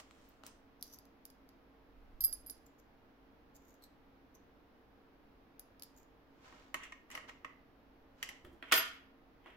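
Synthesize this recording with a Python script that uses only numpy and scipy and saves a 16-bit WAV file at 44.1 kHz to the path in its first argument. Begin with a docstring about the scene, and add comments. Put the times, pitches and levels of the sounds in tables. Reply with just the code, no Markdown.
"""Two small metal keys tick, slide and clink in the fingers, close to a stereo microphone.
They come out of a rustling plastic bag. Further off, one is tried in the latch of an aluminium
chip case, knocking its wall, then dropped on the wooden table, where it bounces and rings.
The place is a small, bare room with a faint hum; the hands stir the air at the microphone."""
import sys
import numpy as np
from scipy import signal
from scipy.fft import rfft, irfft, next_fast_len
from scipy.io import wavfile
from scipy.ndimage import uniform_filter1d

SR = 44100
rng = np.random.default_rng(int(sys.argv[2]) if len(sys.argv) > 2 else 0)


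def wrap_up_sound(samples):
    """Save the sound to the file named by the first command line argument, as 16-bit audio."""
    columns = np.atleast_2d(samples).T
    # keep every value between -1 and 1, then stretch to whole-number steps
    tamed = np.clip(columns, -1, 1)
    steps = np.round(tamed * 32767).astype(np.int16)
    wavfile.write(sys.argv[1], SR, steps)


N = 421596
HIT_SIZE = 2 ** 15
T, AGE = np.arange(N) / SR, np.arange(HIT_SIZE) / SR  # seconds into the scene, and into a hit

# steady hum in the room: pitch_hz, level_db
HUM_TONES = [(49.5, -76.5), (272, -74), (457, -77.5)]
# reverberation of the bare walls: band_hz, t60_s, level_db
ROOM_DECAY = [(150, 0.26, 5), (1510, 0.51, -7), (2920, 0.45, -4.5), (6900, 0.32, -4), (15000, 0.064, -5)]

# strokes that swell and fade: centre_s, level_db, half_length_s
DRAUGHT_PUFFS = [(2.2, -56, 0.24)]  # air stirred by the hands at the microphone
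BAG_RUSTLES = [(0, -49, 0.0095), (0.22, -72, 0.14), (0.468, -59.5, 0.021)]  # a brief burst opens the scene; later the bag is put aside
SCRAPE_STROKES = [(6.845, -53.5, 0.033), (7.128, -59, 0.024), (8.695, -57, 0.054), (9.502, -63.5, 0.065)]  # key and hand in the lock and over the table
CASE_RUBS = [(6.467, -58, 0.038), (6.56, -59.5, 0.15), (7.161, -48, 0.041), (7.292, -46.5, 0.012),
             (8.273, -53.5, 0.076)]  # metal and skin on the case
HAND_BUMPS = [(8.455, -53.5, 0.0094), (8.54, -66, 0.049)]  # the hand along the table

# creases of the bag buckling: start_s, level_db, tilt_db_per_octave
BAG_CREASES = [(0.11, -61, -1), (.289, -65, 27), (0.436, -55, -2), (0.4653, -51.5, 8.5)]
# the key catching in the latch: start_s, knock_db, tilt_db_per_octave, click_db
LATCH_CATCHES = [(6.525, -51, -9, -84), (6.7426, -29, 0, -48.5), (6.834, -47, 9.5, -79),
                 (6.9212, -41, 2, -85), (7.102, -50, -2, -63), (7.113, -48, 10.5, -62),
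                 (7.151, -38, 2, -52), (7.1756, -40.5, 0.5, -63), (7.24, -52.5, -6, -86),
                 (7.2925, -44, 0.5, -71), (7.4463, -37.5, -2, -78), (8.2275, -33, 6, -46),
                 (8.289, -42.5, 6, -54)]
# fingers and key touching the table: start_s, knock_db, tilt_db_per_octave
TABLE_TOUCHES = [(8.448, -56.5, 2.5), (8.625, -44, -1), (8.714, -35.5, 5), (9.4597, -52, -6),
                 (9.47, -58, -1)]
# the dropped key bouncing: start_s, knock_db, click_db, ring_db
KEY_BOUNCES = [(8.7209, -25, -37.5, -54.5), (8.7228, -30.5, -31, -57), (8.7255, -21.5, -33, -37),
               (8.7315, -28.5, -38.5, -42), (8.7395, -31, -35, -43), (8.7535, -36.5, -40, -28.5),
               (8.7778, -31.5, -39.5, -37)]
# key sliding over key: centre_s, level_db, half_length_s, pitch_hz
KEY_SLIDES = [(0.857, -62, 0.036, 5800), (0.938, -57.5, 0.021, 6000), (2.666, -66, 0.0056, 7150),
              (2.791, -67.5, 0.0076, 6700), (3.559, -65, 0.011, 6940), (3.682, -75, 0.063, 6740),
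              (3.843, -62.5, 0.015, 4080), (4.353, -66.5, 0.0067, 6250), (5.996, -71, 0.035, 7000)]
# pinched keys ticking; the point struck sets the top modes: start_s, level_db, top_modes_db
KEY_TICKS = [(0.8257, -43.5, 4.5), (0.987, -58.5, 5), (1.053, -67, -2), (1.2530, -53.5, 8),
             (1.301, -62.5, 2), (1.4897, -66.5, -5), (5.595, -51.5, 11), (5.796, -63.5, -4),
             (5.822, -49.5, 0.5), (5.8336, -51, 5)]
# loose keys clinking; the point struck trades the middle mode for the top pair:
# start_s, click_db, ring_db, top_pair_db
KEY_CLINKS = [(2.206, -49, -40.5, 5), (2.2379, -44.5, -34, 2.5), (2.2435, -61, -33, 8.5),
              (2.3265, -47.5, -42, -3.5), (2.4625, -68, -53, 2.5), (2.4975, -49, -47, -2)]

# resonances of latch and case wall: pitch_hz, t60_s, level_db
CASE_MODES = [(362, 0.023, -18.5), (650, 0.043, -11.5), (1108, 0.027, 1), (1246, 0.037, -1),
              (1896, 0.045, -1.5), (2087, 0.041, -1), (2830, 0.011, 2.5), (3014, 0.02, -5),
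              (5856, 0.02, -14.5), (7410, 0.014, -15.5)]
# resonances of the table and what stands on it: pitch_hz, level_db
TABLE_MODES = [(272, -10), (400, -9), (647, 1.5), (982, -2), (1138, -2), (1231, 1.5), (1420, 2.5),
               (1563, 3), (1795, 9), (2126, 0), (2170, 4), (2372, -5.5), (2735, -12.5), (2980, -6),
               (3163, 7.5), (3338, 5)]
# modes of a key damped between the fingers: pitch_hz, t60_s, level_db
PINCHED_MODES = [(4880, 0.009, 5), (11200, 0.007, 5), (13000, .007, 4.5)]
# bending modes of the two keys: the lowest mode once for each key, close in pitch, and a close pair at the top:
# pitch_hz, held_t60_s, free_t60_s, level_db
KEY_MODES = [(4902, .18, .14, 1), (4950, .15, .14, -1), (10755, .16, .22, -.5), (12630, .13, .11, 1.5),
             (12772, .15, .11, -3)]
# how a blow on the edge or on the face rings each of those modes: gain_db
EDGE_DB, FACE_DB = [0, -5, -6, -3, -4], [-19, -20, -19, 1, -7]

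# spectra of the noises: frequency_hz, relative_db
AIR_SPECTRUM = [(35, -3), (70, -7), (170, -11), (270, -3), (400, -11), (750, -13), (1500, -20), (3000, -29),
                (5500, -38.5), (8500, -55.5), (12000, -42)]  # still room
DRAUGHT_SPECTRUM = [(32, -7), (50, -7), (80, -21.5), (500, -70)]  # moving air on the microphone
FILM_SPECTRUM = [(200, -10), (1000, 3), (7500, -8), (10000, -16), (15000, -20)]  # plastic film
SCRAPE_SPECTRUM = [(500, -17.5), (2000, 3.5), (3200, -1), (4200, -20.5), (15000, -32.5)]  # key and hand scraping
RUB_SPECTRUM = [(150, -7), (900, 6), (2600, 0), (4200, -5.5), (7000, -10.5), (10000, -24.5), (15000, -28.5)]  # rubbing on the case
LATCH_SPECTRUM = [(150, -16.5), (380, -7), (1200, -8), (2000, 6), (3000, -3), (4200, -19.5), (7000, -21),
                  (15000, -49.5)]  # knock in the latch
BUMP_SPECTRUM = [(130, -11), (350, -5), (600, -14), (3000, -38)]  # hand on wood
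WOOD_SPECTRUM = [(150, -21.5), (280, -5), (750, -6.5), (1300, 6), (2400, 0.5), (3200, -0.5), (4000, -11),
                 (5800, -27.5), (8000, -35)]  # knock on wood
CLICK_SPECTRUM = [(800, -28.5), (5000, 3), (8000, -2), (10000, -1.5), (13000, 0), (15500, -8.5)]  # metal click
STEEL_SPECTRUM = [(3000, -16.5), (4700, -5.5), (6500, -6), (9000, -13.5), (11200, -4.5), (13000, -1.5),
                  (15500, -10.5)]  # key on key

TOP_HZ = 15750  # upper edge of the sound
SHIMMER_DB = 2.2  # flutter of a turning key's ring


def undb(db):
    """Decibels to gain."""
    return 10 ** (np.asarray(db) / 20)


def unit(x):
    """Scale a steady sound to rms 1."""
    return x / np.sqrt(np.mean(x ** 2))


def punch(x):
    """Scale a hit to rms 1 over its first 10 ms."""
    return x / np.sqrt(np.mean(x[..., :int(.01 * SR)] ** 2))


def add(out, start_s, hit):
    """Mix a hit into the track."""
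    start = int(start_s * SR)
    out[:, start:start + hit.shape[-1]] += hit[..., :N - start]


def layer(*parts):
    """Sum the parts of a hit, which differ in length."""
    size = max(part.shape[-1] for part in parts)
    return sum(np.pad(part, [(0, 0), (0, size - part.shape[-1])]) for part in parts)


def strokes(rows):
    """Gain over time of hand strokes, each a bell-shaped swell and fade."""
    return sum(undb(db) * np.exp(-np.minimum(((T - centre_s) / half_s) ** 2, 50))
               for centre_s, db, half_s in rows)


def noise(size, width):
    """Stereo white noise; width is side over mid."""
    mid, side = rng.standard_normal((2, size))
    return np.array([mid + width * side, mid - width * side])


def colour(x, spectrum, tilt=0):
    """Causal filter with the given spectrum, tilted in dB per octave above 500 Hz."""
    size = next_fast_len(x.shape[-1])
    hz, db = np.transpose(spectrum)
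    bin_hz = np.clip(np.arange(size // 2 + 1) * SR / size, hz[0], hz[-1])
    shape_db = np.interp(np.log2(bin_hz), np.log2(hz), db)
    tilt_db = tilt * np.log2(np.maximum(bin_hz, 500) / 2000)
    cepstrum = irfft(np.log(undb(shape_db + tilt_db)), size)
    cepstrum[1:size // 2] *= 2  # folded for minimum phase
    cepstrum[size // 2:] = 0
    return irfft(rfft(x, size) * np.exp(rfft(cepstrum)), size)[..., :x.shape[-1]]


def crack(spectrum, decay_ms, width, tilt=0, size=4096):
    """A contact: a burst of micro-impacts that swells and dies within milliseconds."""
    age = AGE[:size] * 1000 / decay_ms
    burst = noise(size, width) * np.sqrt(age) * np.exp(-age)
    return punch(colour(burst, spectrum, tilt))


def friction(spectrum, grain_db, grain_s, width):
    """Stick and slip: brief grains of very uneven strength."""
    slips = undb(grain_db * rng.standard_normal(N))[(T / grain_s).astype(int)]
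    return unit(colour(noise(N, width) * slips, spectrum))


def ring(hz, t60, db, detune, spread, rise_ms, shimmer_db=0, turn_s=0.0031):
    """Modes build up in the contact and decay; a turning key beams each on and off the microphone."""
    mistune, phase = rng.standard_normal((len(hz), 2)).T
    turns = rng.standard_normal((len(hz), 128))
    age = AGE[:int(np.max(t60) * SR)]
    pole = 2j * np.pi * hz * (1 + detune * mistune) - np.log(1000) / t60
    facing = np.array([np.interp(age / turn_s, np.arange(len(row)), row) for row in turns])
    build_up = 1 - np.exp(-age * 1000 / rise_ms)
    modes = np.exp(pole[:, None] * age) * undb(shimmer_db * facing) * build_up
    stereo_phase = spread * np.outer([1, -1], phase * np.minimum(hz / 1000, 1))
    gains = undb(db) * np.sign(mistune) * np.exp(1j * stereo_phase)
    return np.sqrt(2) * (gains @ modes).imag


def chatter(tone, depth, grain_s):
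    """Metal that still touches buzzes, which roughens its ring."""
    buzz = unit(uniform_filter1d(rng.standard_normal((2, HIT_SIZE)), int(grain_s * SR), axis=1))
    return tone * (1 + depth * buzz[:, :tone.shape[-1]]) / np.sqrt(1 + depth ** 2)


def choke(tone, after_s, share, fade_s=.003):
    """A further contact damps a ring, leaving only a share of it."""
    fade = np.exp(-np.maximum(AGE[:tone.shape[-1]] - after_s, 0) / fade_s)
    return tone * (share + (1 - share) * fade)


def stereo_pair(x, apart_hz, bass_width):
    """Long waves reach both capsules of the microphone nearly alike, so the bass is narrow."""
    mid, side = (x[0] + x[1]) / 2, (x[0] - x[1]) / 2
    treble = signal.sosfiltfilt(signal.butter(1, apart_hz, "high", fs=SR, output="sos"), side)
    side = treble + bass_width * (side - treble)
    return np.array([mid + side, mid - side])


def off_centre(x, lag_ms):
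    """A source off centre reaches the right capsule later, or sooner if the lag is negative."""
    size = next_fast_len(N)
    hz = np.arange(size // 2 + 1) * SR / size
    delay = np.exp(-2j * np.pi * hz * lag_ms / 1000)
    right = irfft(rfft(x[1], size) * delay, size)[:N]
    return np.array([x[0], right])


def room_tone():
    """Quiet room air, a wavering hum and the draught of hands moving at the microphone."""
    air = colour(noise(N, width=0.98), AIR_SPECTRUM)
    air = undb(-64.5) * unit(stereo_pair(air, apart_hz=635.5, bass_width=0.26))
    knots_s = np.linspace(0, T[-1], 100)
    hum = 0
    for hz, db in HUM_TONES:
        waver = 1 + 0.00912 * np.interp(T, knots_s, rng.standard_normal(len(knots_s)))
        hum = hum + undb(db) * np.sqrt(2) * np.sin(2 * np.pi * np.cumsum(hz * waver) / SR)
    draught = strokes(DRAUGHT_PUFFS) * unit(colour(noise(N, width=0.24), DRAUGHT_SPECTRUM))
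    return air + hum + draught


def room_echoes(x, onset_s=0.0028):
    """Diffuse echoes from bare walls, shortest in the top treble and unrelated at the two capsules."""
    hz, t60, db = np.transpose(ROOM_DECAY)
    log_hz = np.log(np.maximum(np.arange(HIT_SIZE // 2 + 1) * SR / HIT_SIZE, 1))
    spectrum = rfft(rng.standard_normal((2, HIT_SIZE)))
    onset = np.clip(AGE / onset_s - .5, 0, 1)
    response = 0
    for share, band_t60, gain in zip(np.eye(len(hz)), t60, undb(db)):
        fade = onset * np.exp(-np.log(1000) * AGE / band_t60)
        band = irfft(spectrum * np.interp(log_hz, np.log(hz), share))
        response = response + gain * band * fade / np.linalg.norm(fade)
    return signal.fftconvolve(x, response, axes=1)[:, :N]


def plastic_bag():
    """Close up, thin film rustles and its creases buckle, softly or with a snap."""
    out = strokes(BAG_RUSTLES) * friction(FILM_SPECTRUM, grain_db=3.5, grain_s=0.00074, width=0.98)
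    for start_s, db, tilt in BAG_CREASES:
        add(out, start_s, undb(db) * crack(FILM_SPECTRUM, decay_ms=.75, width=1.0, tilt=tilt))
    return out


def scraping():
    """Slow strokes of metal and skin catch and slip, which makes a hoarse scrape."""
    return strokes(SCRAPE_STROKES) * friction(SCRAPE_SPECTRUM, grain_db=3.0, grain_s=0.0012, width=.7)


def case_rubbing():
    """Metal and skin rub on the case and excite its resonances."""
    rubbing = strokes(CASE_RUBS) * friction(RUB_SPECTRUM, grain_db=2.5, grain_s=0.00098, width=1.0)
    hz, t60, mode_db = np.transpose(CASE_MODES)
    body = ring(hz, t60, mode_db, detune=0, spread=0.4, rise_ms=0.38)
    resonance = signal.fftconvolve(rubbing, body / np.linalg.norm(body[0]), axes=1)[:, :N]
    return undb(-6.5) * rubbing + undb(-24.0) * resonance


def key_in_latch(firm_db=-35, wall_below_hz=1500):
    """Each catch of the key clicks and knocks the case wall; a weak or bright catch drags longer."""
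    out = np.zeros((2, N))
    hz, t60, mode_db = np.transpose(CASE_MODES)
    for start_s, knock_db, tilt, click_db in LATCH_CATCHES:
        contact_ms = 1.7 * 2 ** ((firm_db - knock_db) / 27.5 + tilt / 12)
        # bright catches lie deep in the lock and hardly move the wall
        wall_loss_db = 1.8 * max(tilt, 0) * (hz < wall_below_hz)
        struck_db = mode_db + tilt * np.log2(hz) - wall_loss_db
        # the hand's pressure detunes the latch from knock to knock, and the key grates on
        wall = punch(ring(hz, t60, struck_db, detune=.02, spread=0.92, rise_ms=contact_ms / 2))
        wall = chatter(wall, depth=.45, grain_s=0.0022)
        knock = crack(LATCH_SPECTRUM, contact_ms * 1.9, width=1.0, tilt=tilt)
        add(out, start_s, undb(knock_db) * layer(undb(-9.5) * knock, undb(-6.0) * wall))
        add(out, start_s, undb(click_db) * crack(CLICK_SPECTRUM, contact_ms * 0.91, width=0.85))
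    return out


def table_contact(knock_db, click_db, tilt, t60=.15):
    """One contact with the table: the wood knocks, the top rings and the metal clicks."""
    hz, mode_db = np.transpose(TABLE_MODES)
    board = punch(ring(hz, t60, mode_db + tilt * np.log2(hz), detune=0, spread=0.33, rise_ms=1.9))
    wood = crack(WOOD_SPECTRUM, decay_ms=2.5, width=0.67, tilt=tilt)
    click = crack(CLICK_SPECTRUM, decay_ms=1.0, width=1.0)
    knock = layer(undb(-2.5) * wood, undb(-11.5) * board)
    return layer(undb(knock_db) * knock, undb(click_db) * click)


def hand_on_table():
    """The hand bumps along the table; fingers and key touch it with a knock and a faint click."""
    out = strokes(HAND_BUMPS) * friction(BUMP_SPECTRUM, grain_db=5.5, grain_s=0.0068, width=0.23)
    for start_s, knock_db, tilt in TABLE_TOUCHES:
        add(out, start_s, table_contact(knock_db, click_db=knock_db - 29, tilt=tilt))
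    return out


def dropped_key(flat_s=8.75):
    """The key bounces on its edge, then falls flat; the table knocks and the free key rings on."""
    out = np.zeros((2, N))
    hz, _, free_t60, mode_db = np.transpose(KEY_MODES)
    for start_s, knock_db, click_db, ring_db in KEY_BOUNCES:
        add(out, start_s, table_contact(knock_db, click_db, tilt=1.9))
        struck_db = mode_db + (EDGE_DB if start_s < flat_s else FACE_DB)
        tone = ring(hz, free_t60, struck_db, detune=0.00088, spread=0.85, rise_ms=3.2,
                    shimmer_db=SHIMMER_DB)
        add(out, start_s, undb(ring_db) * chatter(tone, depth=0.18, grain_s=0.0019))
    return out


def sliding_keys(q=13):
    """Edge grates over edge; the grains ring a squeak set by the grip, with its overtones."""
    grains = friction(STEEL_SPECTRUM, grain_db=6.5, grain_s=0.003, width=0.86)
    out = 0
    for centre_s, db, half_s, hz in KEY_SLIDES:
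        partials = [signal.lfilter(*signal.iirpeak(k * hz, q, fs=SR), grains) / k ** 1.46
                    for k in (1, 2, 3) if k * hz < TOP_HZ]
        squeak = unit(sum(partials))
        out = out + (undb(-3) * grains + squeak) * strokes([(centre_s, db, half_s)])
    return out


def ticking_keys(top_above_hz=8000):
    """Pinched keys only tick: the fingers damp their modes at once, and the changing grip detunes them."""
    out = np.zeros((2, N))
    hz, t60, mode_db = np.transpose(PINCHED_MODES)
    for start_s, db, top_db in KEY_TICKS:
        tick = crack(STEEL_SPECTRUM, decay_ms=.9, width=0.95, tilt=.2 * top_db)
        struck_db = mode_db + top_db * (hz > top_above_hz)
        tink = punch(ring(hz, t60, struck_db, detune=.008, spread=0.74, rise_ms=1.0))
        tink = chatter(tink, depth=0.82, grain_s=0.0003)
        add(out, start_s, undb(db) * layer(undb(-6) * tick, tink))
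    return out


def clinking_keys(grip_db=-11.5):
    """Hanging loose, the keys ring until they touch again, or only briefly when no touch follows soon; their
    close modes beat."""
    out = np.zeros((2, N))
    hz, held_t60, _, mode_db = np.transpose(KEY_MODES)
    lean_right = undb([[-1.5], [1.5]])
    gaps_s = np.diff(np.transpose(KEY_CLINKS)[0], append=T[-1])
    for (start_s, click_db, ring_db, top_db), gap_s in zip(KEY_CLINKS, gaps_s):
        add(out, start_s, undb(click_db) * crack(STEEL_SPECTRUM, decay_ms=1.2, width=0.71))
        # the fingers damp the lowest pair of modes
        struck_db = mode_db + ring_db + [grip_db, grip_db, -top_db, top_db, top_db]
        tone = ring(hz, held_t60, struck_db, detune=0.00035, spread=0.59, rise_ms=0.92,
                    shimmer_db=SHIMMER_DB, turn_s=0.0047)
        tone = chatter(tone, depth=0.25, grain_s=.002)
        free_s = gap_s if gap_s < .04 else .012
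        add(out, start_s, lean_right * choke(tone, free_s, share=0.3))
    return out


def scene():
    """The keys are held close to the microphone; latch and table are further off and wetter."""
    keys = sliding_keys() + ticking_keys() + clinking_keys()
    bag = plastic_bag()
    latch = case_rubbing() + key_in_latch() + scraping()
    table = hand_on_table() + dropped_key()
    echoes = room_echoes(undb(-3.5) * keys + undb(0.5) * bag + undb(-1.0) * latch + undb(3.5) * table)
    direct = off_centre(keys + bag, lag_ms=0.1)
    direct += off_centre(latch, lag_ms=-0.064) + off_centre(table, lag_ms=-0.0089)
    at_microphone = stereo_pair(direct + echoes, apart_hz=520, bass_width=.2) + room_tone()
    balance = undb([[-.6], [.6]])
    return balance * at_microphone


def record(dry):
    """The recorder cuts the top with a steep low-pass."""
    return signal.sosfilt(signal.ellip(8, .2, 70, TOP_HZ, fs=SR, output="sos"), dry)


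dry = scene()
out = record(dry)
wrap_up_sound(out)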